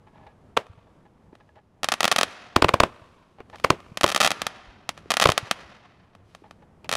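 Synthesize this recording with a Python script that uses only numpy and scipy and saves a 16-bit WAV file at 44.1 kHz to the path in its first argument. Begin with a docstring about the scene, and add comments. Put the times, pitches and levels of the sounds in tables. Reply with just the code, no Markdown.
"""Open ground at night, close to a firework cake that is firing.
Lift charges thump, each a weak noisy arrival and then a strong blast, and overload the microphone. Overhead, crackling
stars burst in volleys of sharp pulses, each followed by its reflection off the ground. Tails and flares hiss as noise.
Trees and walls answer with a long echo. A low rumble, dull thuds, soft pops and faint hollow sounds fill in."""
import sys
import numpy as np
from scipy import signal
from scipy.fft import rfft, irfft, next_fast_len
from scipy.io import wavfile

SR = 44100
rng = np.random.default_rng(int(sys.argv[2]) if len(sys.argv) > 2 else 0)


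def int16_out(signal):
    """Quantize to a 16-bit WAV file."""
    q = np.round(np.clip(np.atleast_2d(signal).T, -1, 1) * 32767)
    wavfile.write(sys.argv[1], SR, q.astype(np.int16))


N = 306936   # length of the scene [samples]

# The cracks that stand out, stars bursting overhead: (time [s], peak of the direct shock [dB])
SINGLE_CRACKS = [(0.6673, -37.5), (1.353, -37.5), (1.8326, -6.5), (1.844, -3), (1.8873, -2), (1.9196, -4),
                 (1.9222, -3), (1.9391, -5.5), (2.0065, 0), (2.0308, -3), (2.0434, 2), (2.0533, 0.5),
                 (2.0788, -2), (2.1152, 1), (2.1179, -0.5), (2.1248, -2.5), (2.162, -1), (2.1843, -3.5),
                 (2.1874, 0.5), (2.2116, -.5), (2.2318, 1), (3.4995, -35), (3.558, -28), (3.599, -28.5),
                 (3.8029, -33), (3.9732, -8), (4.011, -7), (4.0335, -2), (4.0634, -7), (4.094, -9.5),
                 (4.1222, -9.5), (4.1477, -4), (4.1618, 0.5), (4.2033, -1), (4.2084, 0.5), (4.2148, 0.5),
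                 (4.2475, 0), (4.2631, -0.5), (4.2751, -1), (4.3059, -5.5), (4.3165, -3.5), (4.4183, -5.5),
                 (4.4676, -4.5), (4.8915, -6), (4.977, -26), (5.1046, -3), (5.1089, -2.5), (5.1179, -2),
                 (5.1396, -5.5), (5.1695, -0.5), (5.1993, -0.5), (5.2138, -3.5), (5.2232, 1),
                 (5.2401, -1.5), (5.3194, -5), (5.378, 2), (5.512, 0), (6.1511, -35.5), (6.3496, -26),
                 (6.51, -29), (6.8927, -8), (6.9146, -8), (6.928, -5.5)]
# Weaker stars in the thick of a volley, too fast to tell apart:
# (start [s], length [s], rate [stars per s], typical peak [dB])
STAR_VOLLEYS = [(4.068, .115, 61, -9), (4.209, .055, 145, -5), (5.215, .02, 150, -3.5),
                (5.266, .036, 83, -6), (6.917, .045, 67, -8)]
# Lift charges: (time [s], blast peak [dB], extra bass [dB], extra treble [dB])
LIFT_CHARGES = [(0.5699, -5.5, -9.5, -5.5), (0.5743, 0.5, -10, 2), (2.564, 6, -0.5, 2),
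                (2.6241, 5.5, -1.5, 0.5), (2.646, 4.5, 6.5, -6.5), (2.686, -9, -16.5, 4),
                (2.692, 0, -3, -1), (2.7411, 3, 0.5, -5), (2.8037, 7.5, 0.5, 5.5), (2.8363, 3, -3, -1.5),
                (3.643, -13, -20, 8), (3.6469, 2, -6.5, -1), (3.705, 7, 3.5, 2), (4.0426, 6.5, -1.5, 5.5),
                (5.258, 8.5, 4.5, -2), (5.2921, 2, 3, -3)]
# Dull knocks and thuds from further off: (time [s], level before a 6.5 dB cut [dB], pitch [Hz])
DULL_THUDS = [(0.699, -32, 91.5), (0.777, -38, 108), (1.279, -43, 99.6), (1.331, -31.5, 332),
              (3.019, -36, 91.8), (3.919, -28, 142.3), (4.679, -37.5, 48.2), (5.06, -30, 392),
              (5.43, -24.5, 113.6), (5.649, -38, 78.1), (6.423, -34.5, 344)]
# Faint soft pops: (time [s], level before a 9.5 dB cut [dB], extra treble [dB])
SOFT_POPS = [(.268, -46.5, 0.5), (1.557, -50, -2), (3.404, -25, -30), (3.584, -39.5, 8.5),
             (6.845, -28.5, -12), (6.857, -33, -18)]
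# Faint short hollow sounds: light taps and rubs, and a few faint far echoes:
# (time [s], strength of the driving noise [dB], length [s])
HOLLOW_SOUNDS = [(0.065, -49, 0.037), (0.123, -49, 0.22), (0.265, -40.5, 0.019), (0.774, -51, 0.02),
                 (0.866, -50, 0.016), (1.051, -48.5, 0.019), (1.324, -50, 0.022), (1.4, -45.5, 0.021),
                 (1.49, -42, 0.0077), (1.551, -47, 0.053), (3.382, -44, 0.023), (3.525, -35.5, 0.045),
                 (6.435, -46.5, 0.04), (6.62, -46.5, 0.018)]
# What the hollow sounds ring with: (frequency [Hz], width [Hz], strength [dB])
HOLLOW_RINGS = [(494, 140, -6), (640, 52, 1), (820, 57, 6), (920, 38, -8), (1674, 34, -3.5),
                (2210, 83, -29), (2870, 140, -32), (3700, 100, -28)]
# Stars flaring overhead: (time [s], loudest hiss [dB], length [s])
STAR_FLARES = [(0, -77, 0.69), (1.3, -76, 0.62), (3.48, -62, 0.64), (6.22, -68, 0.46)]

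# Spectra, of which only the shape counts: (frequency [Hz], level [dB])
# a star's direct shock
SHOCK_SPECTRUM = [(20, -40), (200, 0.5), (400, -5), (750, 3.5), (1300, 0), (1800, -0.5), (2500, -0.5),
                  (4000, -3.5), (6000, -5), (8000, -14), (10500, -15.5), (15000, -31)]
# its reflection off the ground: (frequency [Hz], level [dB])
GROUND_SPECTRUM = [(20, -31), (200, -9.5), (500, -3.5), (1200, 2.5), (1700, -3.5), (2300, -6), (3300, -1),
                   (5000, -12.5), (8000, -14.5), (12000, -19.5), (15000, -36.5)]
# its reflections off nearby things: (frequency [Hz], level [dB])
CRACK_SCATTER_SPECTRUM = [(20, -32.5), (100, -16), (200, 0.5), (400, -3.5), (1100, 2), (1800, 0.5),
                          (3000, -2), (5500, -9.5), (7500, -16), (10000, -15.5), (15000, -39.5)]
# the blast of a lift charge: (frequency [Hz], level [dB])
BLAST_SPECTRUM = [(20, -13), (85, -2.5), (145, -3), (200, -12), (350, -1.5), (600, 1.5), (780, -7.5),
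                  (1050, 3.5), (1400, -4.5), (1700, -12.5), (2500, -9), (4500, -22.5), (7000, -30.5),
                  (15000, -48.5)]
# the weak noisy arrival before a blast, also used for the pops: (frequency [Hz], level [dB])
FIRST_ARRIVAL_SPECTRUM = [(30, -2), (130, -7), (220, -7), (350, 3.5), (1100, 0), (1600, -5.5), (2500, 3),
                          (5000, -12), (10000, -23), (15000, -37.5)]
# a blast's reflections off nearby things: (frequency [Hz], level [dB])
LIFT_SCATTER_SPECTRUM = [(25, -13), (85, 3), (155, 3), (230, 0), (350, 5), (650, 3), (1200, -6), (1800, -8),
                         (2800, -12), (5000, -23.5), (10000, -33.5), (15000, -46.5)]
# the long echo: (frequency [Hz], level [dB])
ECHO_SPECTRUM = [(30, -5), (120, -7.5), (400, 3), (800, 0), (1500, 2.5), (3000, -1), (6000, -5.5),
                 (10000, -1), (15000, -8)]
# hiss of tails and flares: (frequency [Hz], level [dB])
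FIZZ_SPECTRUM = [(300, -13), (1000, 1), (3000, 0.5), (5800, -6.5), (7200, -11), (11000, -15),
                 (15000, -33.5)]
# low rumble of the night air: (frequency [Hz], level [dB])
NIGHT_SPECTRUM = [(20, -16), (45, -12), (95, -4.5), (135, -9), (180, -7.5), (270, -13), (450, -17.5),
                  (900, -21.5), (1500, -30.5), (4000, -45), (11000, -52.5), (16000, -71)]
# How long the surroundings take to ring down by 60 dB: (frequency [Hz], ring time [s])
ECHO_RING_TIME = [(60, 2.9), (500, 1.5), (1200, 1.53), (3000, 1.36), (6000, 1.2), (11000, 0.36),
                  (16000, 0.51)]

NIGHT_DB = -57
NEAR_CRACK_DB = -12   # fainter cracks than this lose treble
CUTOFF_HZ = 15700
# lag of the ground reflection; it varies a little with a star's place in the sky
GROUND_DELAY_MS, GROUND_SPREAD_MS = 1.573, 0.04
VOLLEY_SPREAD_DB = 0.5   # from star to star
FIRST_ARRIVAL_DB = -22.5   # relative to the blast's peak, before its swell
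# each shot's burning tail swells and fades as it climbs; its level is relative to the lift's peak
TAIL_DB, TAIL_RISE_S, TAIL_FADE_DB_PER_S = -71.5, 0.1, 25.5
FLARE_RISE_S = 0.082
HOLLOW_GRAIN_DB = 5   # unevenness of the tiny grains in a hollow sound
SPUTTER_DB = 1.5   # unevenness of the sparks in the hiss


def from_db(db):
    """Turn decibels into a plain multiplier."""
    return 10 ** (np.asarray(db) / 20)


def at_hz(points, hz):
    """Read a table on a log-frequency axis."""
    table_hz, value = np.transpose(points)
    return np.interp(np.log(np.maximum(hz, 1)), np.log(table_hz), value)


def unit_energy(x):
    """Scale a signal so that its squares add up to 1."""
    return x / np.sqrt(np.sum(x ** 2) + 1e-20)


def add(track, s, sound):
    """Mix a sound into a track at a time in seconds."""
    i = max(round(s * SR), 0)
    part = sound[:max(N - i, 0)]
    track[i:i + len(part)] += part


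def colour(spectrum, hz, bass_db, treble_db):
    """Gain of a spectrum with extra bass and treble, like two tone knobs."""
    bass = bass_db / (1 + (hz / 300) ** 4)
    treble = treble_db * hz ** 2 / (hz ** 2 + 2500 ** 2)
    return from_db(at_hz(spectrum, hz) + bass + treble)


def noise(spectrum, size, bass_db=0, treble_db=0):
    """Random noise with a given spectrum, rms 1."""
    n = next_fast_len(size)
    gain = colour(spectrum, np.fft.rfftfreq(n, 1 / SR), bass_db, treble_db)
    x = irfft(rfft(rng.standard_normal(n)) * gain, n)[:size]
    return x / np.std(x)


def uneven(size, grain_db, top=5):
    """Random grain strengths, mostly small with a few large ones; rms 1."""
    strength = from_db(grain_db * np.minimum(rng.exponential(1, size), top))
    return strength / np.sqrt(np.mean(strength ** 2))


def pulse(spectrum, bass_db=0, treble_db=0, size=2048):
    """The most abrupt pressure pulse with this spectrum and nothing before its start; peak 1, falling first."""
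    gain = colour(spectrum, np.fft.rfftfreq(size, 1 / SR), bass_db, treble_db)
    # folding the cepstrum forward in time packs the energy at the start (minimum phase)
    cepstrum = irfft(np.log(gain))
    cepstrum[1:size // 2] *= 2
    cepstrum[size // 2 + 1:] = 0
    p = irfft(np.exp(rfft(cepstrum)))
    return -p / np.max(np.abs(p))


def smear(p, hz, width_hz):
    """An all-pass filter delays the middle of a pulse, which makes it swing back strongly; peak 1."""
    r = np.exp(-np.pi * width_hz / SR)
    a = [1, -2 * r * np.cos(2 * np.pi * hz / SR), r * r]
    p = signal.lfilter(a[::-1], a, p)
    return p / np.max(np.abs(p))


def scatter(spectrum, near_db, near_s, far_db, far_s, bass_db=0, size=8192):
    """Reflections off nearby things: a quick dense cluster and a slower one; dB is the energy of each."""
    t = np.arange(size) / SR
    near = from_db(near_db) * unit_energy(np.exp(-t / near_s))
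    far = from_db(far_db) * unit_energy(np.exp(-t / far_s))
    return noise(spectrum, size, bass_db) * np.hypot(near, far)


def night(waver_db=3.0):
    """Low rumble of the outdoors, wavering a few times a second."""
    knots = np.arange(0, N, SR // 8)
    waver = np.interp(np.arange(N), knots, rng.standard_normal(len(knots)))
    return from_db(NIGHT_DB + waver_db * waver) * noise(NIGHT_SPECTRUM, N)


def surroundings(x, build_s, patchy_db, grain_db, bass_db=0, treble_db=0):
    """Countless uneven echoes from trees and walls build up, then die away at a pace set by their pitch."""
    size = 2 * SR
    t, hz = np.arange(size) / SR, np.fft.rfftfreq(size, 1 / SR)
    echoes = unit_energy(rng.standard_normal(size) * uneven(size, grain_db, top=5.4))
    coloured = rfft(echoes) * colour(ECHO_SPECTRUM, hz, bass_db, treble_db)
    # split into overlapping bands, each with its own ring time
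    centres, tail = np.geomspace(60, 16000, 10), 0
    for centre, share in zip(centres, np.eye(len(centres))):
        band = irfft(coloured * at_hz(np.c_[centres, share], hz), size)
        tail = tail + band * from_db(-60 * t / at_hz(ECHO_RING_TIME, centre))
    patches = np.interp(t, np.linspace(0, 2, 300), rng.standard_normal(300))
    tail = tail * (1 - np.exp(-t / build_s)) * from_db(patchy_db * patches)
    return signal.fftconvolve(x, tail)[:N]


def thuds(rise_cycles=0.51):
    """Dull thuds from further off: a low tone swells quickly and rings for a few cycles."""
    out, t = np.zeros(N), np.arange(SR // 4) / SR
    for s, db, hz in DULL_THUDS:
        age = t * hz / rise_cycles
        envelope = age * np.exp(1 - age)
        add(out, s - 0.002, from_db(db - 6.5) * envelope * np.sin(2 * np.pi * hz * t))
    return out


def pops():
    """Soft pops: short puffs of noise that die away in milliseconds."""
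    out, t = np.zeros(N), np.arange(SR // 4) / SR
    for s, db, treble_db in SOFT_POPS:
        puff = np.exp(-t / 0.0067) * noise(FIRST_ARRIVAL_SPECTRUM, len(t), treble_db=treble_db)
        add(out, s, from_db(db - 9.5) * puff)
    return out


def hollow_sounds(soft_hz=3600):
    """Short bursts of soft, grainy noise set a group of hollow resonances ringing."""
    bursts = np.zeros(N)
    for s, db, length in HOLLOW_SOUNDS:
        u = np.linspace(0, 1, int(length * SR))
        grains = rng.standard_normal(len(u)) * uneven(len(u), HOLLOW_GRAIN_DB)
        envelope = np.minimum(7 * u, 1) * np.sqrt(1 - u)
        add(bursts, s, from_db(db) * envelope * grains)
    bursts = signal.sosfilt(signal.butter(3, soft_hz, fs=SR, output="sos"), bursts)
    body = np.zeros(N)
    for hz, width, db in HOLLOW_RINGS:
        b, a = signal.iirpeak(hz, hz / width, fs=SR)
        body += from_db(db) * signal.lfilter(b, a, bursts)
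    return from_db(11) * body


def burning_hiss():
    """Tails fizz on the way up from every lift; flaring stars hiss until they burn out."""
    t, power = np.arange(N) / SR, np.zeros(N)
    for s, db, _, _ in LIFT_CHARGES:
        age = np.maximum(t - s, 0)
        rise = np.minimum(age / TAIL_RISE_S, 1)
        power += (rise * from_db(db + TAIL_DB - TAIL_FADE_DB_PER_S * age)) ** 2
    for s, db, length in STAR_FLARES:
        swell = np.interp(t - s, [0, FLARE_RISE_S, length], [0, 1, 0])
        power += (from_db(db) * swell) ** 2
    sparks = np.arange(0, N, SR // 1000)   # about a thousand a second
    sputter = np.interp(np.arange(N), sparks, uneven(len(sparks), SPUTTER_DB))
    return np.sqrt(power) * sputter * noise(FIZZ_SPECTRUM, N)


def lifts(first_s=0.0036, rise_s=0.0031):
    """A weak, noisy first arrival swells for a few milliseconds, then the strong blast arrives."""
    out, t = np.zeros(N), np.arange(int(first_s * SR)) / SR
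    swell = 2 * np.exp((t - first_s) / rise_s)
    for s, db, bass_db, treble_db in LIFT_CHARGES:
        first_arrival = swell * noise(FIRST_ARRIVAL_SPECTRUM, len(t), bass_db, treble_db)
        blast = -smear(pulse(BLAST_SPECTRUM, bass_db, treble_db), hz=1500, width_hz=4000)
        scattered = scatter(LIFT_SCATTER_SPECTRUM, near_db=-0.5, near_s=0.0019,
                            far_db=-3.5, far_s=0.022, bass_db=bass_db)
        add(out, s - first_s, from_db(db + FIRST_ARRIVAL_DB) * first_arrival)
        add(out, s - 0.0003, from_db(db) * blast)
        add(out, s + 0.002, from_db(db) * scattered)
    return out


def volley_stars():
    """Stars of a volley go off one after another, each early or late by chance: (time [s], peak [dB])."""
    stars = []
    for start, length, per_s, db in STAR_VOLLEYS:
        count = max(round(length * per_s), 1)
        times = start + length * (np.arange(count) + rng.random(count)) / count
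        stars += zip(times, rng.normal(db, VOLLEY_SPREAD_DB, count))
    return stars


def cracks(ground_db=-1.0, spread_db=1.0, lead_ms=0.088, jitter_ms=0.037, dulling=0.69):
    """Each star sends one shock; the ground returns a coloured copy, and nearby things scatter it."""
    direct, reflected = np.zeros((2, N))
    for s, db in SINGLE_CRACKS + volley_stars():
        start = s - (lead_ms + rng.uniform(-jitter_ms, jitter_ms)) / 1000
        bounce = start + rng.normal(GROUND_DELAY_MS, GROUND_SPREAD_MS) / 1000
        # faint cracks are further off, and the air takes more of their treble
        air_db = dulling * min(db - NEAR_CRACK_DB, 0)
        shock_treble_db, bounce_treble_db = rng.normal(0, spread_db, 2) + air_db
        scattered = scatter(CRACK_SCATTER_SPECTRUM, near_db=-3.5, near_s=0.0028, far_db=-4.5, far_s=0.011)
        add(direct, start, from_db(db) * pulse(SHOCK_SPECTRUM, treble_db=shock_treble_db))
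        add(reflected, bounce, from_db(db + ground_db) * pulse(GROUND_SPECTRUM, treble_db=bounce_treble_db))
        add(reflected, bounce, from_db(db) * scattered)
    return direct, reflected


def scene():
    """Bursts high up reach more of the surroundings than blasts at ground level, which roll back in lumps."""
    shocks, reflected = cracks()
    blasts = lifts()
    sky_send = from_db(-2.0) * shocks + from_db(-18.5) * reflected
    sky_echo = surroundings(sky_send, build_s=0.065, patchy_db=4.0, grain_db=4.0)
    ground_echo = surroundings(from_db(-20.5) * blasts, build_s=0.097, patchy_db=5.5, grain_db=4.5,
                               bass_db=-1.0, treble_db=2.0)
    background = night() + thuds() + pops() + hollow_sounds()
    fireworks = burning_hiss() + blasts + shocks + reflected
    return (background + sky_echo + ground_echo + fireworks)[None]


def record(dry):
    """The microphone clips whatever passes full scale; then the very top of the treble is cut."""
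    clipped = np.clip(dry, -1, 1)
    return signal.sosfilt(signal.ellip(10, 0.1, 70, CUTOFF_HZ, fs=SR, output="sos"), clipped)


dry = scene()
out = record(dry)
int16_out(out)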